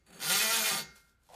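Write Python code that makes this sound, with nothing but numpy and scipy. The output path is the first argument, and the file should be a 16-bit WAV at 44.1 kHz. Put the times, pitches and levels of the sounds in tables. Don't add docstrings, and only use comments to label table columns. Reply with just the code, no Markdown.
import sys
import numpy as np
from scipy import signal
from scipy.io import wavfile

SR = 44100
rng = np.random.default_rng(int(sys.argv[2]) if len(sys.argv) > 2 else 0)


def wrap_up_sound(samples):
    columns = np.atleast_2d(samples).T
    tamed = np.clip(columns, -1, 1)
    steps = np.round(tamed * 32767).astype(np.int16)
    wavfile.write(sys.argv[1], SR, steps)


N = 59535
T = np.arange(N) / SR

# t/s, rate/Hz
COIL_RATE = [(.19, 114), (.24, 140), (.30, 181), (.345, 197), (.38, 210), (.405, 211), (.425, 221),
             (.46, 218), (.48, 221), (.505, 229), (.555, 226), (.58, 228), (.60, 219), (.625, 214),
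             (.66, 221), (.685, 214), (.71, 195), (.76, 136), (.86, 80)]
# t/s, level/dB
SCRAPE_LEVEL = [(.192, -51.5), (.218, -36.5), (.265, -34.5), (.305, -28), (.35, -29.5), (.43, -29.3),
                (.47, -32.5), (.53, -30), (.62, -32.3), (.685, -30.3), (.735, -34.3), (.785, -35),
                (.82, -45.5), (.865, -80)]
BUZZ_LEVEL = [(.2, -51), (.255, -49), (.32, -52), (.39, -62), (.45, -44.5), (.51, -58.5), (.59, -44),
              (.70, -62.5), (.80, -43.5), (.86, -81.5)]
# f/Hz, relative level/dB
RASP_COLOUR = [(60, -40), (130, -6.5), (280, -20.5), (400, -2), (520, -2), (600, -6), (850, 1.5), (1030, 2),
               (1400, -4), (1800, 0.5), (2300, 0), (3200, 7.5), (4000, 4), (4900, 7), (5900, -1.5),
               (6700, 4), (7550, -1), (8400, -1), (9250, 2.5), (10700, -1.5), (12400, -0.5), (13300, -2.5),
               (15500, -7.5)]
BUZZ_COLOUR = [(60, -39), (110, -24), (145, 11.5), (220, 8.5), (290, -3.5), (390, -3), (480, -15.5),
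               (660, -1), (900, -10), (1150, -14), (1500, 9), (2200, -34), (5000, -38.5)]
CHATTER_COLOUR = [(150, -30), (300, -13), (400, -2), (460, 0), (560, -12), (1000, -35)]
# f/Hz, width/Hz, relative level/dB
PIPE_MODES = [(375, 30, -14), (515, 25, -14), (657, 16, -8), (772, 17, -6), (921, 30, -13), (1130, 25, -11),
              (1205, 22, -3), (1380, 35, -1), (1450, 25, -3), (1570, 35, -3), (1982, 20, -1),
              (2400, 16, -1), (2522, 22, 0), (2690, 30, -3), (2965, 22, 0), (3070, 28, -3), (3460, 30, -1),
              (3970, 30, -2), (4263, 16, -1), (4421, 20, -3), (4528, 40, 0)]
COIL_MODES = [(4835, 50, 4), (4985, 30, 2), (5610, 45, 1), (6340, 50, -3), (6533, 25, 2), (6716, 35, -1),
              (6893, 25, -1), (7910, 40, -3), (8745, 35, 5), (8930, 30, 3), (9290, 50, -1), (9540, 45, 0),
              (9740, 45, 0), (10360, 30, 2), (11100, 45, -3), (11500, 40, -2), (11710, 35, 0),
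              (11905, 55, 0), (12390, 55, -1), (12597, 35, -1)]
# t/s, half length/s, f/Hz, boost/dB
FLARES = [(.285, .02, 1415, 7), (.31, .015, 515, 9), (.32, .02, 921, 8), (.325, .025, 772, 6),
          (.345, .025, 1415, 4), (.35, .06, 1205, 4), (.405, .03, 2522, 7), (.425, .025, 1570, 4),
          (.465, .025, 1982, 3), (.515, .025, 1380, 5), (.55, .035, 1130, 7), (.555, .018, 1570, 7),
          (.565, .02, 2965, 4), (.625, .018, 1450, 6), (.65, .035, 2400, 6), (.68, .02, 1570, 6),
          (.715, .02, 1205, 6), (.745, .035, 772, 8)]
# f/Hz, relative level/dB, t60/s
RING_MODES = [(1204, -4, .2), (1389, -6, 1.1), (1427, -7, .8), (1545, -11, 1.0), (1620, -10, .73),
              (1857, -5, .62), (2135, 2.5, .6), (3950, -5, .48), (4500, -1, .45), (4597, -9, .62),
              (4807, -7, .48), (5044, -8, .5), (5443, -6, .45), (5884, -3, .4), (6212, -9, .42),
              (6535, -5, .25), (6713, -4, .33), (6895, -5, .25)]

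# t/s, level/dB
SLIDE_LEVEL = [(.055, -81), (.066, -61.5), (.12, -66.5), (.13, -54.5), (.19, -54.5), (.3, -82)]
RIM_TICKS = [(.104, -51), (.128, -53), (.202, -41), (.215, -38)]
# f/Hz, width/Hz, relative level/dB
TOUCH_MODES = [(1390, 14, -2), (2400, 46, -2), (4550, 40, 0), (6520, 35, -1), (7760, 79, -7),
               (8950, 37, -2), (9720, 100, -6)]
# t/s, level/dB
RUSTLE_LEVEL = [(.86, -73), (.95, -67), (.96, -55), (.985, -60.5), (1.03, -69.5), (1.10, -70.5),
                (1.18, -86.5), (1.26, -69.5), (1.31, -70), (1.35, -58)]
HAND_TICKS = [(.957, -58), (1.005, -59), (1.094, -65), (1.234, -66), (1.267, -64)]
# t/s, level/dB
RUB_LEVEL = [(.05, -81), (.09, -62), (.17, -56), (.24, -57), (.315, -51), (.42, -59), (.64, -63),
             (.73, -46), (.80, -51), (.87, -59), (.94, -70), (1.05, -85)]
GRIP_KNOCKS = [(1.289, -55), (1.297, -55), (1.308, -57), (1.317, -59), (1.325, -53), (1.333, -55),
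               (1.342, -46)]
# f/Hz, relative level/dB
SLIDE_COLOUR = [(100, -16), (400, -7), (900, -1.5), (1400, 7.5), (2200, -5), (3200, 0.5), (4500, -3.5),
                (5700, -9), (7000, -2.5), (9500, -5.5), (12000, -4.5), (15500, -19)]
RUSTLE_COLOUR = [(100, -18), (400, -2), (1400, -2), (2200, -5), (3200, -1.5), (4500, 0), (7000, -1.5),
                 (9500, -2), (12000, -1), (15500, -13)]
RUB_COLOUR = [(40, -35), (100, -12), (165, 5.5), (210, 2.5), (280, -5), (380, 1.5), (470, -7), (620, -8),
              (780, -6), (1000, -17), (2000, -11), (6000, -33)]
GRIP_COLOUR = [(100, -11), (400, -16), (580, 5), (850, 2.5), (1300, -15), (3000, -16.5), (6000, -19),
               (15000, -33)]
# t/s, half length/s, f/Hz, level/dB
ARM_THUD = (.91, .05, 62, -62)

# f/Hz, t60/s
BASEMENT_DECAY = [(100, 0.65), (400, 0.11), (1000, 0.32), (3000, 0.27), (6000, 0.27), (14000, 0.095)]
# f/Hz, relative level/dB
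ROOM_TONE_COLOUR = [(20, -11), (45, 0), (62, 5.5), (90, -3), (200, -6.5), (300, -16), (700, -21.5),
                    (1500, -22), (4000, -30), (10000, -49.5), (15500, -46.5)]

JITTER_S, CRUNCH_S, TICK_S, KNOCK_S = .00003, .00055, .004, .008
ALIKE_HZ = 2800
RASP_DB, PIPE_DB, COILS_DB, CHATTER_DB, RING_DB = -10, -7.5, -9.5, -31, -17.5
CORNER_DB, TAIL_DB, ROOM_TONE_DB = 6.5, -10, -72.5


def cable_pull(roughness=.4, grit_db=-4.5):
    hits = coil_hits()
    scrape_db = curve(SCRAPE_LEVEL, left=-140, right=-140)
    crunch = through(hits, np.exp(-T[:2000] / CRUNCH_S)) * rng.standard_normal(N)
    friction = crunch / crunch.std() + amp(grit_db) * grit()
    blows = np.sqrt(1 - roughness ** 2) * hits + roughness * friction
    low, high = (signal.butter(1, ALIKE_HZ, kind, fs=SR) for kind in ("low", "high"))
    scrape = (signal.lfilter(*low, blows) + signal.lfilter(*high, friction)) * amp(scrape_db)
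    rasp = amp(RASP_DB) * through(scrape, colour(RASP_COLOUR))
    pipe = amp(PIPE_DB) * resonances(scrape, PIPE_MODES)
    coils = amp(COILS_DB) * resonances(scrape, COIL_MODES)
    buzz = through(hits * amp(curve(BUZZ_LEVEL, left=-140)), colour(BUZZ_COLOUR))
    uneven_hits = hits * rng.standard_normal(N)
    chatter = through(uneven_hits * amp(scrape_db + CHATTER_DB), colour(CHATTER_COLOUR))
    return rasp + amp(CORNER_DB) * corner_reflections(rasp) + pipe + coils + buzz + chatter


def coil_hits():
    passed = np.cumsum(curve(COIL_RATE)) / SR
    count = int(passed[-1])
    jitter = JITTER_S * rng.standard_normal((400, 2))[:count, 0]
    times = np.interp(np.arange(count) + 1, passed, T) + jitter
    hits = np.zeros(N)
    hits[np.clip((times * SR).astype(int), 0, N - 1)] = 1
    return hits / hits.std()


def resonances(scrape, table, swell_db=3, swell_s=.09, reach_hz=45):
    out = np.zeros(N)
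    for (hz, _, _), mode in zip(table, modes(table)):
        swell = through(rng.standard_normal(N), unit(np.hanning(int(swell_s * SR))))
        flare_db = sum(db * bell(at, half) for at, half, flare_hz, db in FLARES
                       if abs(flare_hz - hz) < reach_hz)
        out += through(scrape * amp(swell_db * np.tanh(swell) + flare_db), mode)
    return out


def metal_ring(start_db=-68, waver_depth=.1):
    power = amp(curve(SCRAPE_LEVEL, left=-140, right=-140)) ** 2
    out = np.zeros(N)
    for hz, db, t60 in RING_MODES:
        retained = amp(-120 / (t60 * SR))
        stored = signal.lfilter([1 - retained], [1, -retained], power, zi=[amp(start_db) ** 2])[0]
        waver = through(rng.standard_normal(N) + 1j * rng.standard_normal(N), unit(np.hanning(3000)))
        tone = ((1 + waver_depth * waver) * np.exp(2j * np.pi * hz * T)).real
        out += amp(db) * np.sqrt(stored) * tone
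    return out


def sliding(slide_db=-5.5, metal_db=-7):
    touch = grit() * amp(curve(SLIDE_LEVEL, right=-140)) + bursts(RIM_TICKS, TICK_S)
    metal = amp(metal_db) * through(touch, modes(TOUCH_MODES).sum(0))
    return amp(slide_db) * through(touch, colour(SLIDE_COLOUR)) + metal


def rustling(rustle_db=-3.5, metal_db=-16.5):
    touch = grit() * amp(curve(RUSTLE_LEVEL, left=-140)) + bursts(HAND_TICKS, TICK_S)
    metal = amp(metal_db) * through(touch, modes(TOUCH_MODES).sum(0))
    return amp(rustle_db) * through(touch, colour(RUSTLE_COLOUR)) + metal


def handling():
    at, half, hz, db = ARM_THUD
    thud = amp(db) * bell(at, half) * np.sin(2 * np.pi * hz * T)
    rub = through(rng.standard_normal(N) * amp(curve(RUB_LEVEL)), colour(RUB_COLOUR))
    grip = through(bursts(GRIP_KNOCKS, KNOCK_S), colour(GRIP_COLOUR))
    return rub + thud + grip


def corner_reflections(x, decay_s=.007):
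    t = T[:4000]
    echoes = rng.standard_normal(len(t)) * (rng.random(len(t)) < .05) * (t > .002)
    return through(x, unit(echoes * np.exp(-t / decay_s)))


def basement_tail(x):
    hz, t, noise = signal.stft(rng.standard_normal(SR), SR, nperseg=256)
    decay = amp(-60 * t / at_frequency(BASEMENT_DECAY, hz)[:, None])
    tail = signal.istft(noise * decay, SR, nperseg=256)[1]
    return through(x, unit(tail))


def room_tone():
    return through(rng.standard_normal(N), colour(ROOM_TONE_COLOUR))


def grit(spread_db=2):
    noise = rng.standard_normal(N)
    sizes = np.repeat(np.minimum(rng.exponential(1, N), 4), 16)[:N]
    grains = noise * amp(spread_db * sizes)
    return grains / grains.std()


def bursts(table, decay_s):
    level = sum(amp(db) * (T >= at) * np.exp(-abs(T - at) / decay_s) for at, db in table)
    return level * rng.standard_normal(N)


def modes(table):
    t = T[:SR // 3]
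    sines = [(-1) ** k * amp(db) * width * np.exp(-np.pi * width * t) * np.sin(2 * np.pi * hz * t)
             for k, (hz, width, db) in enumerate(table)]
    return unit(np.array(sines))


def colour(points, size=4096):
    log_gain = np.log(amp(at_frequency(points, abs(np.fft.fftfreq(size, 1 / SR)))))
    spectrum = np.exp(np.conj(signal.hilbert(log_gain)))
    return unit(np.fft.ifft(spectrum).real)


def at_frequency(points, hz):
    f, value = np.transpose(points)
    return np.interp(np.log(hz + 1), np.log(f), value)


def curve(points, **ends):
    return np.interp(T, *np.transpose(points), **ends)


def bell(at_s, half_s):
    return np.exp(-((T - at_s) / half_s) ** 2)


def through(x, response):
    return signal.fftconvolve(x, response)[:N]


def unit(x):
    return x / np.sqrt(np.sum(x ** 2) + 1e-20)


def amp(db):
    return 10 ** (np.asarray(db) / 20)


def scene():
    near = cable_pull() + sliding() + rustling() + handling()
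    ring = amp(RING_DB) * metal_ring()
    background = amp(ROOM_TONE_DB) * room_tone() + amp(TAIL_DB) * basement_tail(near)
    return (near + ring + background)[None]


def record(dry, edge_hz=15500):
    lowpass = signal.firwin(511, edge_hz, window=("kaiser", 9), fs=SR)
    return signal.oaconvolve(dry, lowpass[None], "same")


dry = scene()
out = record(dry)
wrap_up_sound(out)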